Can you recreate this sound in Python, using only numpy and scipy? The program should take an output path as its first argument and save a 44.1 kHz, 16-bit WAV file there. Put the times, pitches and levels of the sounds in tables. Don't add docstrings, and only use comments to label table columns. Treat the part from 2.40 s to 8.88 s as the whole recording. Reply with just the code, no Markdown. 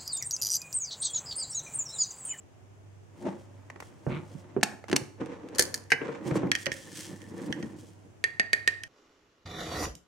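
import sys
import numpy as np
from scipy import signal
from scipy.fft import rfft, irfft
from scipy.io import wavfile

SR = 44100
rng = np.random.default_rng(int(sys.argv[2]) if len(sys.argv) > 2 else 0)


def wav_out(sig):
    wavfile.write(sys.argv[1], SR, np.round(np.clip(np.atleast_2d(sig).T, -1, 1) * 32767).astype(np.int16))


N = 285768
TIME = np.arange(N) / SR

# [f/Hz, relative level/dB, t60/s]
CLASP_RING = [(865, 0.5, 0.2), (2705, -2, 0.059), (4400, 1.5, 0.023), (5450, -27.5, .035),
              (6120, 0.5, 0.043), (7070, -6.5, .05), (8900, -14.5, 0.042)]
# [t/s, relative level/dB, brightness/(dB per octave), left minus right/dB]
HINGE_BLOWS = [(3.149, -37.5, -3, -2), (3.157, -39, -0.5, -2), (3.1841, -18, -0.5, 0.5),
               (3.193, -13, -10, 6.5), (3.194, -8, 1.5, -3.5), (3.208, -22.5, -5, -1.5),
               (3.223, -19.5, 0.5, 1.5), (3.342, -20.5, -1, -1.5)]
# [f/Hz, level/dB]
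HINGE_SPECTRUM = [(240, -42.5), (400, -11.5), (588, -17.5), (1040, -34.5), (1790, 0), (2750, -18.5),
                  (3020, -7.5), (3810, -13.5), (4440, 3), (5190, -3.5), (6340, -0.5), (6950, -6),
                  (9470, -5.5), (16000, -27)]


def undb(db):
    return 10 ** (np.asarray(db) / 20)


def unit(x):
    return x / np.sqrt(np.mean(x ** 2) + 1e-20)


def pan(db):
    gains = undb(np.array([[db], [-db]]).reshape(2, -1) / 2)
    return gains / np.sqrt(np.mean(gains ** 2, axis=0))


def pair(size, spread):
    mid, side = rng.standard_normal((2, size))
    return unit(np.array([mid + spread * side, mid - spread * side]))


def colour(x, points, tilt_db=0, size=4096):
    hz, db = np.transpose(points)
    octave = np.log2(np.maximum(np.arange(size // 2 + 1) * SR / size, 1))
    tilt = tilt_db * np.clip(octave - 11, -4, 3)
    gain_db = np.interp(octave, np.log2(hz), db) + tilt
    cepstrum = irfft(np.log(undb(gain_db)))
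    cepstrum[1:size // 2] *= 2
    cepstrum[size // 2 + 1:] = 0
    response = irfft(np.exp(rfft(cepstrum)))
    return signal.fftconvolve(x, response[None], axes=1)[:, :x.shape[1]]


def fade(t, t60):
    return np.exp(-np.log(1000) * t / t60)


def walk(rate):
    knots = rng.standard_normal(2048)
    return np.interp(TIME * rate, np.arange(len(knots)), knots)


def swell(s, db, rise, hold, fall):
    early = np.maximum(s - TIME, 0)
    late = np.maximum(TIME - s - hold, 0)
    return undb(db - 60 * np.minimum(early / rise + late / fall, 2))


def grains(rate, scatter_db, spread):
    chance = rng.random(N)
    size = np.minimum(rng.exponential(size=N), 4)
    return unit(pair(N, spread) * (chance < rate / SR) * undb(scatter_db * size))


def sized(x):
    attack = int(.008 * SR)
    return x / np.sqrt(np.mean(x[:, :attack] ** 2, axis=1, keepdims=True))


def strike(blows, points, modes, level_db, crack_db, ring_db, clatter_t60, spread, port_phase):
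    out, t = np.zeros((2, N + SR)), np.arange(SR // 2) / SR
    for s, db, bright_db, pan_db in blows:
        cloud = sized(colour(pair(len(t), spread) * fade(t, clatter_t60), points, bright_db))
        click = np.array([t == 0, t == 0]) * 1.
        crack = sized(colour(click, points, bright_db))
        ring = 0
        for hz, mode_db, t60 in modes:
            weight, turn = rng.standard_normal(2)
            lead = np.array([[1], [-1]]) * (port_phase + spread * turn / 2) / 2
            build_up = 1 - np.exp(-(2 * hz * t) ** 2)
            tone = np.sin(2 * np.pi * hz * t + lead)
            ring = ring + undb(mode_db + weight) * build_up * fade(t, t60) * tone
        blow = sized(cloud + undb(crack_db) * crack + undb(ring_db) * sized(ring))
        start = int(s * SR)
        out[:, start:start + len(t)] += undb(db + level_db) * pan(pan_db) * blow
    return out[:, :N]


def background():
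    # [f/Hz, level/dB]
    air_colour = [(15, -61), (25, -26.5), (48, -12.5), (76, -2.5), (102, 5.5), (195, -8.5), (373, -6.5),
                  (516, -14), (624, -11.5), (1160, -20.5), (2840, -27), (4140, -35.5), (6560, -29.5),
                  (8830, -37), (16000, -50)]
    motor_hz, mains_hz, lull_s = 98.62, 100.01, .13
    motor_db, mains_db = -59.5, -57.5
    fading_db_per_s = 0.5

    def tone(hz):
        return np.sqrt(2) * np.sin(2 * np.pi * hz * (TIME - lull_s))

    beat = undb(motor_db) * tone(motor_hz) - undb(mains_db) * tone(mains_hz)
    hum = beat * undb(-fading_db_per_s * TIME)
    air = unit(colour(pair(N, spread=1.0), air_colour)) * undb(-55.5 + 0.15 * walk(1.7))
    return air + pan(-3.0) * hum


def hands():
    # [t/s, relative pressure level/dB, rise/s, hold/s, fall/s,
    # relative skin friction level/dB, left minus right/dB]
    strokes = [(0.757, -58, .35, 0.89, 0.42, -64.5, -1.5), (0.865, -28.5, 0.14, 0.029, 0.21, -43.5, 1),
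               (1.687, -35.5, .04, 0.0087, 0.52, -48.5, -0.5), (1.918, -55.5, 0.46, 0.25, 0.65, -61, 0),
               (2.322, -39, 0.029, .01, 0.11, -56, 1), (2.808, -33, 0.07, 0.0061, 0.2, -44, 1),
               (2.9, -40.5, .2, 0.026, 0.41, -46.5, -1), (3.035, -46, .05, 0.0087, 0.43, -66, 4),
               (3.22, -39.5, 0.53, 0.0093, 0.33, -44, -1.5), (3.322, -47, 0.09, .01, 0.61, -54.5, -2),
               (3.62, -38, 0.12, 0.067, 0.48, -45, -3), (3.746, -46, 0.14, 0.0088, 0.096, -43, 0),
               (3.868, -29, 0.23, 0.013, 0.18, -46.5, -2.5), (3.961, -32, 0.28, 0.012, 0.26, -40, -0.5),
               (4.033, -30.5, 0.23, 0.061, 0.06, -50.5, -0.5), (4.445, -49.5, 0.58, 0.17, 0.4, -61.5, -0.5),
               (4.712, -38.5, 0.21, 0.016, 0.12, -52, -3), (4.998, -36, 0.63, 0.039, 0.34, -50.5, -1.5),
               (5.083, -34.5, 0.094, 0.021, 0.14, -51.5, -1), (5.181, -37, 0.23, 0.029, 0.84, -52, -0.5),
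               (5.652, -46.5, 0.035, 0.0056, 0.077, -70, -4)]
    # [f/Hz, level/dB]
    skin_colour = [(290, -31), (500, 0), (585, 1), (622, -23), (949, -4), (1350, -12.5), (1820, -12),
                   (3220, -23), (5100, -31.5), (5620, -27.5), (9000, -37.5), (11700, -70), (19800, -120)]
    # [f/Hz, level/dB]
    shut_colour = [(35, -53), (60, -20), (87, -2), (204, 6), (296, 7), (359, 8), (403, -5.5), (592, -1),
                   (777, -11), (900, -2), (1170, -44.5), (1980, -120)]
    swinging_colour = [(35, -37), (60, -21.5), (168, -9), (226, -8), (321, -1), (389, -13), (466, -0.5),
                       (559, -15.5), (633, -19.5), (900, -20), (1170, -42), (1980, -120)]
    held_colour = [(35, -22), (60, -26), (118, -1), (199, 3.5), (265, 0), (321, 10.5), (398, -9), (461, 0),
                   (572, -9.5), (633, -18), (900, -14), (1170, -33.5), (1980, -120)]
    unlatched_s, lifted_s = 2.7, 3.82

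    slips = walk(70)
    skin = grains(rate=2500, scatter_db=-1.5, spread=0.59)
    rub = unit(colour(skin, skin_colour)) * undb(2.0 * slips)
    friction = grains(rate=1200, scatter_db=1.0, spread=0.32)
    unsteady = undb(-1.5 + 2.5 * slips)
    shut = unit(colour(friction, shut_colour)) * unsteady
    swinging = unit(colour(friction, swinging_colour)) * unsteady
    held = unit(colour(friction, held_colour)) * unsteady
    out = 0
    for s, press_db, rise, hold, fall, rub_db, pan_db in strokes:
        rumble = shut if s < unlatched_s else swinging if s < lifted_s else held
        stroke = rumble + rub * undb(rub_db - press_db)
        out = out + pan(pan_db) * swell(s, press_db, rise, hold, fall) * stroke
    return out


def fine_hisses():
    # [t/s, relative level/dB, rise/s, hold/s, fall/s]
    brushes = [(0.834, -64, 0.36, .01, 1.3), (1.405, -64.5, 0.033, 0.011, 1), (1.66, -69, 0.17, 0.35, 0.32),
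               (1.93, -62, 0.1, 0.0045, 0.058), (3.872, -47, 0.096, 0.0087, 0.093),
               (3.967, -45.5, 0.078, 0.0065, 0.04), (4.182, -49.5, .05, 0.05, 0.1),
               (4.324, -47.5, 0.032, 0.0047, 0.91), (4.569, -43, 0.19, 0.013, 0.52),
               (4.766, -62.5, .06, 0.057, 0.9), (4.976, -61.5, 0.23, 0.14, .3),
               (5.2, -67.5, 0.087, .12, 0.25), (5.365, -61.5, .03, .05, 0.91)]
    # [f/Hz, level/dB]
    hiss_colour = [(710, -29), (1200, -17), (1830, -7), (2400, -10), (3250, -2.5), (3660, -9), (5780, -4.5),
                   (8910, -6.5), (13200, -21.5), (15000, -20.5), (16000, -22)]
    # [t/s, level/dB, rise/s, hold/s, fall/s]
    dig = (4.4, -62, .2, .9, .45)
    wall_hz, wall_q = 1781, 68

    hiss = unit(colour(grains(rate=4500, scatter_db=1.5, spread=0.35), hiss_colour))
    crunch = grains(rate=85, scatter_db=1, spread=0.53)
    peak_b, peak_a = signal.iirpeak(wall_hz, wall_q, fs=SR)
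    wall = unit(signal.lfilter(peak_b, peak_a, crunch))
    flow = sum(swell(*brush) for brush in brushes)
    texture = hiss + undb(-9.0) * unit(colour(crunch, hiss_colour))
    uneven = undb(-1.0 + 3.0 * walk(45))
    return flow * texture * uneven + swell(*dig) * wall


def ticks():
    # [t/s, relative level/dB, brightness/(dB per octave), left minus right/dB]
    tick_blows = [(1.301, -33, 1, 0), (1.36, -37.5, -2, -1), (1.403, -33, 3, -0.5), (1.424, -34.5, -3, 0),
                  (2.441, -35, -0.5, -5), (2.483, -36, 2, 5), (2.498, -33, 3, -1), (3.911, -30, -1, 2),
                  (3.956, -20.5, -6.5, 1)]
    # [f/Hz, level/dB]
    tick_colour = [(240, -9), (400, 7.5), (880, 4), (1370, 1.5), (2060, 3), (3390, -14), (6510, -15.5),
                   (15000, -37)]
    return strike(tick_blows, tick_colour, CLASP_RING, level_db=-7.5, crack_db=-8, ring_db=-24.0,
                  clatter_t60=0.024, spread=0.7, port_phase=0)


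def drag(judder_hz=143):
    # [t/s, relative level/dB, rise/s, hold/s, fall/s]
    movement = (1.708, -36, .06, .066, .15)
    # [f/Hz, level/dB]
    grit_colour = [(60, -6.5), (145, 3), (370, 0), (520, -22), (900, -14), (1250, -7), (1650, -16),
                   (2250, -8.5), (2850, -17), (4100, -25), (5000, -42), (9000, -68)]
    phase = np.cumsum(judder_hz * (1 + 0.065 * walk(60))) / SR
    burst = np.exp(-(phase % 1) / .5)
    slips = grains(rate=9000, scatter_db=0, spread=.5) * burst
    grit = undb(-2.5) * unit(colour(slips, grit_colour))
    judder = undb(1) * np.sin(2 * np.pi * phase)
    return swell(*movement) * (grit + judder)


def thuds():
    # [t/s, relative level/dB, brightness/(dB per octave), left minus right/dB, hollow pitch f/Hz]
    bumps = [(1.666, -18, 1, -4.5, 141), (1.943, -34, -12.5, -6.5, 139), (2.165, -13.5, 0, -3.5, 386.5),
             (2.501, -26, -3.5, -6, 334), (2.527, -21.5, 1, 2.5, 461), (2.528, -11.5, -0.5, 1.5, 371),
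             (2.537, -18, 3, 0, 274), (2.614, -29.5, 3, -3.5, 122), (2.816, -25.5, 4.5, -5, 306),
             (3.157, -32, 9, 12, 516), (3.195, -24.5, 4, 1, 502), (3.519, -20.5, 1, 2, 457),
             (3.616, -23.5, 9, 11, 462), (3.688, -21.5, 4, 4, 458), (3.913, -19, 1.5, 3, 135),
             (3.956, -18.5, 2.5, -3, 334), (4.033, -19, 2, 1, 181), (4.267, -20.5, 4.5, -1.5, 542),
             (4.713, -35.5, -0.5, 6, 196), (5.094, -24, -9, -4, 300), (5.111, -36, -7, 1, 245),
             (5.233, -26, -7, 3, 229)]
    # [f/Hz, level/dB]
    thud_colour = [(41, -27), (70, -14), (284, 4.5), (420, 0.5), (508, 1), (663, -9), (1760, -24),
                   (2020, -36), (2190, -31.5), (3000, -40), (3900, -71.5), (6600, -120)]
    # [f/Hz, relative level/dB, t60/s]
    counter_mode = (140, -15, 0.3)
    hollow_t60 = 0.097
    out = 0
    for *blow, hz in bumps:
        modes = [(hz, 0, hollow_t60), counter_mode]
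        out = out + strike([blow], thud_colour, modes, level_db=-8.5, crack_db=-1, ring_db=3.0,
                           clatter_t60=0.12, spread=0.59, port_phase=0.17)
    return out


def clasp():
    # [t/s, relative level/dB, brightness/(dB per octave), left minus right/dB]
    snaps = [(2.2120, -37, -4, 2), (2.2303, -5.5, -5, 0.8), (2.2333, -8.5, 2.5, -3),
             (2.4885, -29, -5.5, -3.5), (2.5150, -22, -3, 2), (2.5292, -13.5, -4.5, -2.4),
             (2.5600, -23.5, -2, 1), (2.5632, -8, 1, -3), (2.5650, -14.5, 0, 11.5),
             (2.8598, -39.5, -0.5, -4), (3.0873, -41, -0.5, 4.6)]
    # [f/Hz, level/dB]
    clasp_colour = [(120, -49), (200, -7.5), (851, -4), (1350, -6), (1620, 0), (2750, 1.5), (3620, -5),
                    (4600, -1.5), (4860, -2.5), (5230, -2.5), (9400, -7.5), (12200, -23.5), (14300, -21),
                    (16000, -32)]
    return strike(snaps, clasp_colour, CLASP_RING, level_db=-12.0, crack_db=-8.0, ring_db=-12,
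                  clatter_t60=0.021, spread=.4, port_phase=.3)


def crunching_bed():
    # [t/s, relative level/dB, rise/s, hold/s, fall/s]
    bed = (3.5, -64, 0.6, 1.7, 0.5)
    # [f/Hz, level/dB]
    crunch_colour = [(500, -22.5), (1000, 1.5), (1400, -5.5), (1850, 13), (2400, 0.5), (3200, -11),
                     (5000, -23), (9000, -21.5)]
    crunches = unit(colour(grains(rate=1500, scatter_db=7.5, spread=0.75), crunch_colour))
    return swell(*bed) * crunches * undb(2 * walk(55))


def hinge():
    # [f/Hz, relative level/dB, t60/s]
    wire_modes = [(1730, -0.5, 0.045), (4140, -13.5, .08), (5000, -12, 0.06), (5600, -0.5, 0.053),
                  (6740, -5, 0.11), (6800, -2, .08), (7300, -13, 0.1), (7800, -9.5, 0.077), (9140, -3, .09),
                  (10370, -18, .13), (13100, -12.5, 0.061), (14100, -14, 0.14)]
    return strike(HINGE_BLOWS, HINGE_SPECTRUM, wire_modes, level_db=-7.0, crack_db=-28, ring_db=-9.5,
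                  clatter_t60=0.027, spread=0.66, port_phase=0.4)


def rattle(level_db=-22, t60=0.23):
    energy = 0
    for s, db, _, _ in HINGE_BLOWS:
        energy = energy + ((TIME >= s) * undb(db) * fade(np.abs(TIME - s), t60)) ** 2
    chatter = unit(colour(grains(rate=430, scatter_db=4.5, spread=0.99), HINGE_SPECTRUM))
    return chatter * np.sqrt(energy) * undb(level_db)


def lid():
    # [t/s, relative level/dB, brightness/(dB per octave), left minus right/dB]
    landings = [(3.5042, -27.5, 6, 2), (3.5192, -5, 0.5, -2)]
    # [f/Hz, level/dB]
    lid_colour = [(180, -33), (330, -17.5), (950, -10), (1300, -18.5), (1650, 7.5), (1900, 7), (2250, 1),
                  (2700, -8), (3500, -23.5), (4500, -14.5), (6200, -18.5), (7500, -31), (9500, -26.5),
                  (15000, -50)]
    # [f/Hz, relative level/dB, t60/s]
    lid_modes = [(1680, -24, 0.05), (1960, 6.5, 0.068), (1990, -2, 0.15), (2470, -4, 0.091),
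                 (2940, -3.5, 0.14)]
    return strike(landings, lid_colour, lid_modes, level_db=-8.0, crack_db=-2.5, ring_db=-12.0,
                  clatter_t60=0.057, spread=0.53, port_phase=1.4)


def spoon():
    # [t/s, relative level/dB, brightness/(dB per octave), left minus right/dB]
    neck_blows = [(4.116, -13, 2.5, -2), (4.152, -18.5, 4.5, -5), (4.1608, -31, 1, 12),
                  (4.2584, -25.5, 5, -18), (4.2656, -19.5, 0.5, -4.5), (4.3178, -22, 0, -4.5),
                  (4.818, -45.5, 5, -10), (5.1255, -24.5, 1, -6), (5.227, -33, -2, -4),
                  (6.4352, -31, 4, -3)]
    rim_blows = [(5.8401, -14.5, 1.5, -1.5), (5.997, -12.5, 0, -2), (6.1317, -11.5, 2.5, -4),
                 (6.2762, -11, 2.5, -3)]
    # [f/Hz, level/dB]
    clink_colour = [(290, 0), (500, -12), (1180, -14.5), (1790, 8), (2610, -4), (3200, 0.5), (3540, -11.5),
                    (4660, -8), (5710, -9.5), (6900, -17.5), (8960, -19), (12300, -36), (14700, -36),
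                    (16000, -79)]
    tap_colour = [(120, -24), (200, -3.5), (500, -3.5), (800, -7), (1060, -46), (1400, -11.5), (1850, 9),
                  (2400, 3.5), (3000, -5.5), (4600, -10.5), (5700, -15), (6300, -14), (8500, -17),
                  (11500, -28), (15000, -41)]
    # [f/Hz, relative level/dB, t60/s]
    spoon_modes = [(1633, -17, 0.24), (1866, 19, 0.066), (1926, -14.5, 0.023), (3160, 18, 0.017),
                   (5100, -9, 0.025), (5820, 7, 0.062), (6360, 8.5, 0.028), (15300, -11, .06)]
    rim_modes = [(1730, -11, 0.3), (1835, 13.5, 0.092), (1856, -9, 0.35), (2260, -15, 0.054),
                 (3200, -25, .025), (4600, 6.5, 0.015), (6280, -3.5, 0.023)]
    clinks = strike(neck_blows, clink_colour, spoon_modes, level_db=-5.5, crack_db=-33, ring_db=-6.5,
                    clatter_t60=0.016, spread=0.7, port_phase=1.58)
    taps = strike(rim_blows, tap_colour, rim_modes, level_db=-4.5, crack_db=2, ring_db=8,
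                  clatter_t60=0.036, spread=0.69, port_phase=1.92)
    return clinks + taps


def kitchen(dry, room_db, low_t60, high_t60, treble_db, split_hz):
    t = np.arange(SR // 2) / SR
    noise = pair(len(t), spread=0.51)
    low = signal.sosfilt(signal.butter(2, split_hz, fs=SR, output="sos"), noise)
    high = signal.sosfilt(signal.butter(2, split_hz, "high", fs=SR, output="sos"), noise)
    onset = np.clip(t / 0.0018 - .4, 0, 1)
    echo = (low * fade(t, low_t60) - undb(treble_db) * high * fade(t, high_t60)) * onset
    echo /= np.sqrt(np.sum(fade(t, low_t60) ** 2))
    return undb(room_db) * signal.fftconvolve(dry, echo, axes=1)[:, :N]


def scene():
    contacts = ticks() + thuds() + clasp() + hinge() + rattle()
    handling = contacts + hands() + drag() + fine_hisses() + crunching_bed()
    knock, steel = lid(), spoon()
    jar_echo = kitchen(handling + undb(-0.5) * knock, room_db=-9.0, low_t60=0.5, high_t60=0.37,
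                       treble_db=-6.5, split_hz=1030)
    spoon_echo = kitchen(steel, room_db=-6.0, low_t60=0.35, high_t60=0.41, treble_db=-12.0, split_hz=1230)
    return handling + knock + steel + jar_echo + spoon_echo + background()


def record(dry):
    thin = signal.sosfilt(signal.butter(3, 52, "high", fs=SR, output="sos"), dry)
    rounded = .8 * np.tanh(thin / .8)
    return signal.sosfilt(signal.ellip(10, .2, 80, 16000, fs=SR, output="sos"), rounded)


dry = scene()
out = record(dry)
wav_out(out)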